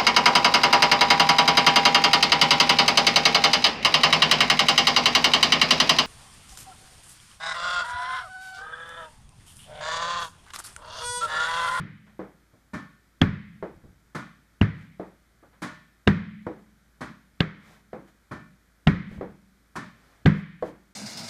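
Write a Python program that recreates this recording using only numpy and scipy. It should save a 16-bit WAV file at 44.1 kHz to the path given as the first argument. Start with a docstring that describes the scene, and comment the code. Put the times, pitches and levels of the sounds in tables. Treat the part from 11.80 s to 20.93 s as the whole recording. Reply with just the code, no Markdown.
"""The boom and echoes of a wall hit open the scene in a small bare room, over fan hum and hiss that never stop.
Then a tennis ball goes round: a dull hollow floor bounce, a racket knock with ringing strings, a wall slap.
Each contact is a short shaped pulse plus decaying noise echoes; decaying sines ring the wall, strings and ball.
Between them shoes thud as grainy bursts with room echoes and scuff as swelling noise.
The recorder's gain control ducks everything under the wall hits, then lets it rise again."""
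import sys
import numpy as np
from scipy import signal
from scipy.fft import rfft, irfft
from scipy.io import wavfile

SR = 44100
rng = np.random.default_rng(int(sys.argv[2]) if len(sys.argv) > 2 else 0)


def wav_out(sig):
    """Save sig, one row per channel (or a flat mono array), as 16-bit PCM at SR to the path in sys.argv[1]."""
    wavfile.write(sys.argv[1], SR, np.round(np.clip(np.atleast_2d(sig).T, -1, 1) * 32767).astype(np.int16))


N = 402633
LEAD = 4410  # samples rendered ahead of the opening, so an earlier hit can ring into it
SPAN = 32768  # samples in an echo tail
RING_SIZE = 3 * SPAN // 2  # samples in a ring

# Levels are mix levels ahead of the recorder; spectra give relative density.
# Ball on wall, the first just before the opening: (time [s], slap [dB], panel boom [dB], deep boom [dB],
# note of the struck bay [Hz], bay level [dB], room note level [dB])
WALL_HITS = [(-0.077, -6, -11.5, -15.5, 166, -7, -34), (1.415, -5, -7, -8.5, 165.7, -9, -35),
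             (2.813, -7, -13, -14, 109, -4.5, -35.5), (4.274, -4, -3, -10.5, 151, -4.5, -20.5),
             (5.604, -4, -21, -20.5, 159.8, -12.5, -43.5), (7.071, -5, -7, -10, 150.3, -5, -24),
             (8.458, -6.5, -0.5, -16, 152.3, 1, -35)]
# Ball on strings: (time [s], knock level [dB], string ring relative to knock [dB])
RACKET_STROKES = [(0.933, -27.5, -10.5), (2.347, -25.5, -12.5), (3.819, -23, -13.5), (5.207, -27, -16.5),
                  (6.511, -30, -9), (7.955, -24.5, -13.5)]
# Ball on floor: (time [s], level [dB])
FLOOR_BOUNCES = [(0.392, -23), (1.825, -21.5), (3.196, -24), (4.666, -20.5), (6.13, -24), (7.41, -23),
                 (8.824, -18)]
# Footfalls: (time [s], level [dB], brightness tilt [dB/octave])
FOOTFALLS = [(0.266, -46, 6), (0.731, -48.5, -4.5), (1.932, -48, -9), (2.034, -41, -6), (2.083, -53, -11),
             (3.626, -42.5, 0), (3.729, -47, 4.5), (7.306, -36, -6.5), (7.368, -35, -7.5)]
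# Soles and cloth sliding: (time of the middle [s], level [dB], half length [s])
SCUFF_TIMES = [(3.004, -57.5, 0.069), (3.263, -67, 0.017), (5.892, -55, 0.096), (6.289, -60.5, 0.023),
               (7.333, -55.5, 0.05), (8.288, -62, 0.16), (8.579, -50, 0.048), (8.873, -50.5, 0.039)]

# Colour of the slap on the wall: (frequency [Hz], density [dB/Hz])
WALL_PUSH_COLOUR = [(18, -45), (30, -15.5), (225, 10), (1170, -24.5), (1640, -21.5), (2490, -19.5),
                    (3320, -12.5), (4910, -32.5), (5740, -48.5), (7260, -64.5), (8500, -68.5),
                    (15500, -57.5)]
# What the hard walls give back of a wall hit: (frequency [Hz], density [dB/Hz])
WALL_ECHO_COLOUR = [(180, -34), (300, -2), (417, -3), (769, -17), (1120, -11.5), (1810, -10), (2140, -13),
                    (2690, -22.5), (3280, -26), (7370, -45), (15500, -60)]
# Push of the whole wall on the air, heard as lumpy low echoes: (frequency [Hz], density [dB/Hz])
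HEAVE_COLOUR = [(15, -17.5), (35, -6.5), (90, -3.5), (170, -1.5), (260, -12), (500, -29), (2000, -62)]
# Colour of the racket knock: (frequency [Hz], density [dB/Hz])
RACKET_PUSH_COLOUR = [(35, -60), (60, -16.5), (171, -1), (305, -3.5), (443, -14), (850, -13.5),
                      (1100, -7.5), (1790, -13.5), (2910, -26), (4630, -30), (10500, -37), (12500, -47),
                      (15500, -50.5)]
# Colour of the floor bounce: (frequency [Hz], density [dB/Hz])
BOUNCE_PUSH_COLOUR = [(35, -97), (60, -13.5), (107, -11), (183, 2.5), (253, -4), (312, 6.5), (486, 2.5),
                      (1960, -18.5), (2910, -31), (15500, -67.5)]
# Colour of a footfall: (frequency [Hz], density [dB/Hz])
STEP_PUSH_COLOUR = [(30, -20.5), (150, -8), (500, -7.5), (1500, -16.5), (4000, -41), (15000, -126)]
# Colour of the sliding hiss: (frequency [Hz], density [dB/Hz])
SCUFF_COLOUR = [(300, -1), (1500, 0), (4000, -11), (9000, -18.5), (15500, -25.5)]
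# Colour of fan and microphone hiss: (frequency [Hz], density [dB/Hz])
AIR_COLOUR = [(15, -16.5), (25, -9.5), (55, -7.5), (107, -2.5), (198, -4.5), (433, -14), (997, -18.5),
              (1410, -11.5), (2230, -17.5), (2700, -21), (3930, -23.5), (14300, -29.5), (15500, -49.5)]
# Speed of the hum's level waver: (frequency [Hz], density [dB/Hz])
WAVER_COLOUR = [(1.5, 0), (4, -12), (12, -50), (40, -90)]

# Deep modes of the hollow wall: (frequency [Hz], level [dB], T60 [s])
DEEP_MODES = [(61, -6, 0.29), (96, 0.5, 0.27), (112.15, -5, 0.39)]
# Panel modes of the hollow wall: (frequency [Hz], level [dB], T60 [s])
PANEL_MODES = [(131, -18, 0.16), (154.7, -1.5, 0.38), (173.2, -4.5, 0.42), (200.7, 0, 0.34),
               (257, -6.5, 0.22), (290, -9, 0.13), (390.6, -13, 0.2)]
# Hollow ball squashed on the wall: (frequency [Hz], level [dB], T60 [s])
BALL_MODES = [(740, -6.5, 0.025), (1000, -5.5, 0.012), (1610, -6.5, 0.022), (2000, -3, 0.0045),
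              (2790, -1, 0.021), (3247, -3, 0.0064), (4000, -12.5, 0.0052)]
# Two close standing waves of the room that beat: (frequency [Hz], level [dB], T60 [s])
ROOM_NOTE_MODES = [(189, -2.5, 1), (211.6, -1.5, 0.95)]
# String bed: (frequency [Hz], level [dB], T60 [s])
STRING_MODES = [(610, -7, 0.37), (764, -5, 0.057), (1106, -5.5, 0.35), (1443, -9, 0.35), (1777, -10, 0.43),
                (2350, -10.5, 0.17)]
# Hollow ball squashed on the floor: (frequency [Hz], level [dB], T60 [s])
HOLLOW_MODES = [(183.8, -6, 0.15), (318, -6.5, 0.081), (493, -1, 0.2), (637, -6.5, 0.12), (770, -11, 0.094),
                (1107, -10.5, 0.087)]
# Echo decay of the room: (frequency [Hz], T60 [s])
ROOM_DECAY = [(60, 0.36), (160, 0.67), (420, 0.25), (1100, 0.42), (2000, 0.48), (4000, 0.76), (8000, 0.14),
              (15000, 0.28)]

# Room: an early cluster on top of the tail; wall hits have a weaker cluster and a quicker echo rise
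EARLY_DB, WALL_EARLY_DB, EARLY_T60_S = -1.5, -5.5, 0.49
ECHO_RISE_S, WALL_ECHO_RISE_S = 0.005, 0.0016

# Wall: a harder slap is brighter, and the echoes follow the panel boom
USUAL_SLAP_DB, SLAP_TILT_PER_DB = -5.5, 1.06
WALL_ECHO_DB, ECHO_FOLLOWS = 8, 0.48
BOOM_SWELL_S, SQUASH_S, BAY_T60_S = 0.018, 0.0012, 0.25
HEAVE_DB, BALL_DB = 2.5, -1  # relative to the deep boom, to the slap

# Racket (a harder stroke is brighter), floor and shoes
USUAL_STROKE_DB, STROKE_TILT_PER_DB, STRING_SWELL_S = -26, 0.35, 0.0018
STROKE_ECHO_DB, STRING_ECHO_DB, BOUNCE_ECHO_DB, STEP_ECHO_DB = 10, -6.5, -1, 4.5
HOLLOW_DB = -10.5  # relative to the bounce
CONTACT_S = 0.002  # time scale of the grainy burst

# Background
AIR_DB, HUM_HZ, HUM_DB, HUM_WAVER_DB = -65, 56, -64, 0.5

# Recorder
MIC_DIP_HZ, MIC_DIP_WIDTH_HZ, MIC_DIP_DEPTH = 2760, 420, 0.6
SENSE_HZ = 600  # the gain control listens above the bass
KNEE_DB, SQUEEZE = -27, 0.6  # SQUEEZE: dB of cut per dB over the knee
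ATTACK_S, RELEASE_DB_S = 0.019, 68
HELD_AT_START_DB = -8.5  # level still held from the hit before the start
CEILING, CUTOFF_HZ = 0.72, 15480


def from_db(db):
    """Turn decibels into amplitude."""
    return 10 ** (np.asarray(db) / 20)


def at_hz(points, hz):
    """Read a table of values on a log-frequency axis."""
    point_hz, values = np.array(points).T
    return np.interp(np.log(np.maximum(hz, 1)), np.log(point_hz), values)


def soft_start(size, rise_s):
    """A smooth fade-in, for bodies and echoes that take a moment to speak."""
    t = np.arange(size) / SR
    return 1 - np.exp(-(t / rise_s) ** 2)


def push(spectrum, tilt_db):
    """A contact's push: the causal (minimum-phase) pulse of a tilted spectrum, height 1."""
    hz = np.fft.rfftfreq(SPAN, 1 / SR)
    octaves_from_1k = np.log2(np.maximum(hz, 50) / 1000)
    level_db = at_hz(spectrum, hz) + tilt_db * octaves_from_1k
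    # folding the cepstrum forward packs the energy at the start
    cepstrum = irfft(level_db * np.log(10) / 20)
    cepstrum[1:SPAN // 2] *= 2
    cepstrum[SPAN // 2 + 1:] = 0
    pulse = irfft(np.exp(rfft(cepstrum)))[:SPAN // 8]
    return pulse / np.abs(pulse).max()


def crush(pulse):
    """The contact is a brief grainy burst of equal energy instead of one clean click."""
    t = np.arange(512) / SR / CONTACT_S
    grains = t * np.exp(-t) * (1 + 3.0 * rng.standard_normal(512))
    burst = signal.fftconvolve(pulse, grains)
    return burst * np.sqrt(np.sum(pulse ** 2) / np.sum(burst ** 2))


def ring(modes, spread_db):
    """One blow on a body: decaying sines, each with a random strength and sign."""
    t = np.arange(RING_SIZE) / SR
    hz, level_db, t60 = np.transpose(modes)[:, :, None]
    strength = from_db(level_db + spread_db * rng.standard_normal(hz.shape))
    strength = strength * rng.choice([-1, 1], hz.shape)
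    decay = from_db(-60 * t / t60)
    return np.sum(strength * np.sin(2 * np.pi * hz * t) * decay, axis=0)


def echoes(early_db, rise_s):
    """Echo tail for one place in the room: noise dying band by band under an early cluster."""
    t = np.arange(SPAN) / SR
    hz = np.fft.rfftfreq(SPAN, 1 / SR)
    white = rfft(rng.standard_normal(SPAN))
    # ten octave bands that crossfade into each other
    centres = 45 * 2 ** np.arange(10.)
    octave = np.log2(np.maximum(hz, 45) / 45)
    weights = np.clip(1 - np.abs(octave - np.arange(10)[:, None]), 0, 1)
    bands = irfft(white * weights)
    decay = from_db(-60 * t / at_hz(ROOM_DECAY, centres)[:, None])
    tail = np.sum(bands * decay, axis=0)
    tail *= 1 + from_db(early_db - 60 * t / EARLY_T60_S)
    return tail * soft_start(SPAN, rise_s) / np.sqrt(SR / 40)


def contact(spectrum, level_db, tilt_db, echo_db):
    """A push heard directly and then from the walls."""
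    pulse = push(spectrum, tilt_db)
    sound = from_db(echo_db) * signal.fftconvolve(pulse, echoes(EARLY_DB, ECHO_RISE_S))
    direct = crush(pulse)
    sound[:len(direct)] += direct
    return from_db(level_db) * sound


def coloured(spectrum, size):
    """Steady noise of a given spectrum, rms 1."""
    level_db = at_hz(spectrum, np.fft.rfftfreq(size, 1 / SR))
    noise = irfft(rfft(rng.standard_normal(size)) * from_db(level_db), size)
    return noise / noise.std()


def add(out, s, sound):
    """Mix a sound in at a time in seconds."""
    start = LEAD + round(s * SR)
    out[start:start + len(sound)] += sound[:len(out) - start]


def wall_hits():
    """The slap and the ball's own pock, with echoes and a hollow panel boom that swells up."""
    out = np.zeros(N + LEAD)
    swell = soft_start(RING_SIZE, BOOM_SWELL_S)
    squash = soft_start(RING_SIZE, SQUASH_S)  # the pock builds while the ball flattens
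    for s, slap_db, boom_db, deep_db, bay_hz, bay_db, note_db in WALL_HITS:
        boom = from_db(deep_db) * ring(DEEP_MODES, spread_db=4.5)
        boom += from_db(boom_db) * ring(PANEL_MODES, spread_db=2.5)
        boom += ring([(bay_hz, bay_db, BAY_T60_S)], spread_db=0.5)
        boom += from_db(note_db) * ring(ROOM_NOTE_MODES, spread_db=4.0)
        slap = push(WALL_PUSH_COLOUR, SLAP_TILT_PER_DB * (slap_db - USUAL_SLAP_DB))
        path = echoes(WALL_EARLY_DB, WALL_ECHO_RISE_S)
        heave = signal.fftconvolve(push(HEAVE_COLOUR, 0), path)
        echo = signal.fftconvolve(push(WALL_ECHO_COLOUR, 0), path)
        echo_db = slap_db + WALL_ECHO_DB + ECHO_FOLLOWS * boom_db
        add(out, s - 0.007, swell * boom)  # the panel already yields while the ball flattens
        add(out, s, from_db(deep_db + HEAVE_DB) * heave)
        add(out, s, from_db(slap_db + 0.5) * crush(slap))
        add(out, s + 0.0021, from_db(slap_db + 1) * slap)  # the ball bottoms out
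        add(out, s, from_db(slap_db + BALL_DB) * squash * ring(BALL_MODES, spread_db=5.5))
        add(out, s, from_db(echo_db) * echo)
    return out


def racket_strokes():
    """A bright knock excites the string bed, which rings on."""
    out = np.zeros(N + LEAD)
    swell = 1 - np.exp(-np.arange(RING_SIZE) / SR / STRING_SWELL_S)
    for s, level_db, ring_db in RACKET_STROKES:
        tilt_db = STROKE_TILT_PER_DB * (level_db - USUAL_STROKE_DB)
        add(out, s, contact(RACKET_PUSH_COLOUR, level_db, tilt_db, STROKE_ECHO_DB))
        strings = (swell * ring(STRING_MODES, spread_db=4.0))[:SPAN]
        strings = from_db(level_db + ring_db) * strings
        add(out, s, strings)
        blur = signal.fftconvolve(strings, echoes(EARLY_DB, ECHO_RISE_S))  # the walls blur the ring
        add(out, s, from_db(STRING_ECHO_DB) * blur)
    return out


def floor_bounces():
    """A dull thud with the hollow ball ringing briefly."""
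    out = np.zeros(N + LEAD)
    for s, level_db in FLOOR_BOUNCES:
        add(out, s, contact(BOUNCE_PUSH_COLOUR, level_db, 0, BOUNCE_ECHO_DB))
        add(out, s + 0.0012, from_db(level_db + HOLLOW_DB) * ring(HOLLOW_MODES, spread_db=5.0))
    return out


def footfalls():
    """Shoe thuds: grainy bursts with room echoes and no ringing body."""
    out = np.zeros(N + LEAD)
    for s, level_db, tilt_db in FOOTFALLS:
        add(out, s, contact(STEP_PUSH_COLOUR, level_db, tilt_db, STEP_ECHO_DB))
    return out


def scuffs():
    """Friction hiss of sliding soles and cloth that swells and fades."""
    t = (np.arange(N + LEAD) - LEAD) / SR
    swell = sum(from_db(db) * np.exp(-((t - s) / half) ** 2) for s, db, half in SCUFF_TIMES)
    return swell * coloured(SCUFF_COLOUR, N + LEAD)


def fan_hum():
    """A fan's low sine whose level wavers slowly."""
    t = np.arange(N + LEAD) / SR
    level_db = HUM_DB + HUM_WAVER_DB * coloured(WAVER_COLOUR, N + LEAD)
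    return from_db(level_db) * np.sin(2 * np.pi * HUM_HZ * t)


def air_hiss():
    """Broad steady noise of the fan and microphone."""
    return from_db(AIR_DB) * coloured(AIR_COLOUR, N + LEAD)


def scene():
    """Ball, player and room noise at the microphone."""
    ball = wall_hits() + racket_strokes() + floor_bounces()
    player = footfalls() + scuffs()
    background = fan_hum() + air_hiss()
    return (ball + player + background)[None, LEAD:]


def record(dry):
    """Microphone dip, gain control with quick attack and steady release, soft ceiling, top cut."""
    b, a = signal.iirpeak(MIC_DIP_HZ, MIC_DIP_HZ / MIC_DIP_WIDTH_HZ, SR)
    x = dry - MIC_DIP_DEPTH * signal.lfilter(b, a, dry)
    sensed = signal.lfilter(*signal.butter(1, SENSE_HZ, "high", fs=SR), x)
    sensed_db = 20 * np.log10(np.abs(sensed) + 1e-9)
    # peak hold that falls at a steady rate: a running maximum on a rising ramp, ramp then removed
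    fall = RELEASE_DB_S * np.arange(N) / SR
    held_db = np.maximum.accumulate(sensed_db + fall, axis=1)
    held_db = np.maximum(held_db, HELD_AT_START_DB) - fall
    wanted_cut_db = SQUEEZE * np.maximum(held_db - KNEE_DB, 0)
    # smoothing sets how fast the cut bites; it starts already settled
    r = np.exp(-1 / (ATTACK_S * SR))
    cut_db = signal.lfilter([1 - r], [1, -r], wanted_cut_db, zi=r * wanted_cut_db[:, :1])[0]
    x = CEILING * np.tanh(x * from_db(-cut_db) / CEILING)
    top_cut = signal.cheby2(16, 50, CUTOFF_HZ, fs=SR, output="sos")
    return signal.sosfilt(top_cut, x)


dry = scene()
out = record(dry)
wav_out(out)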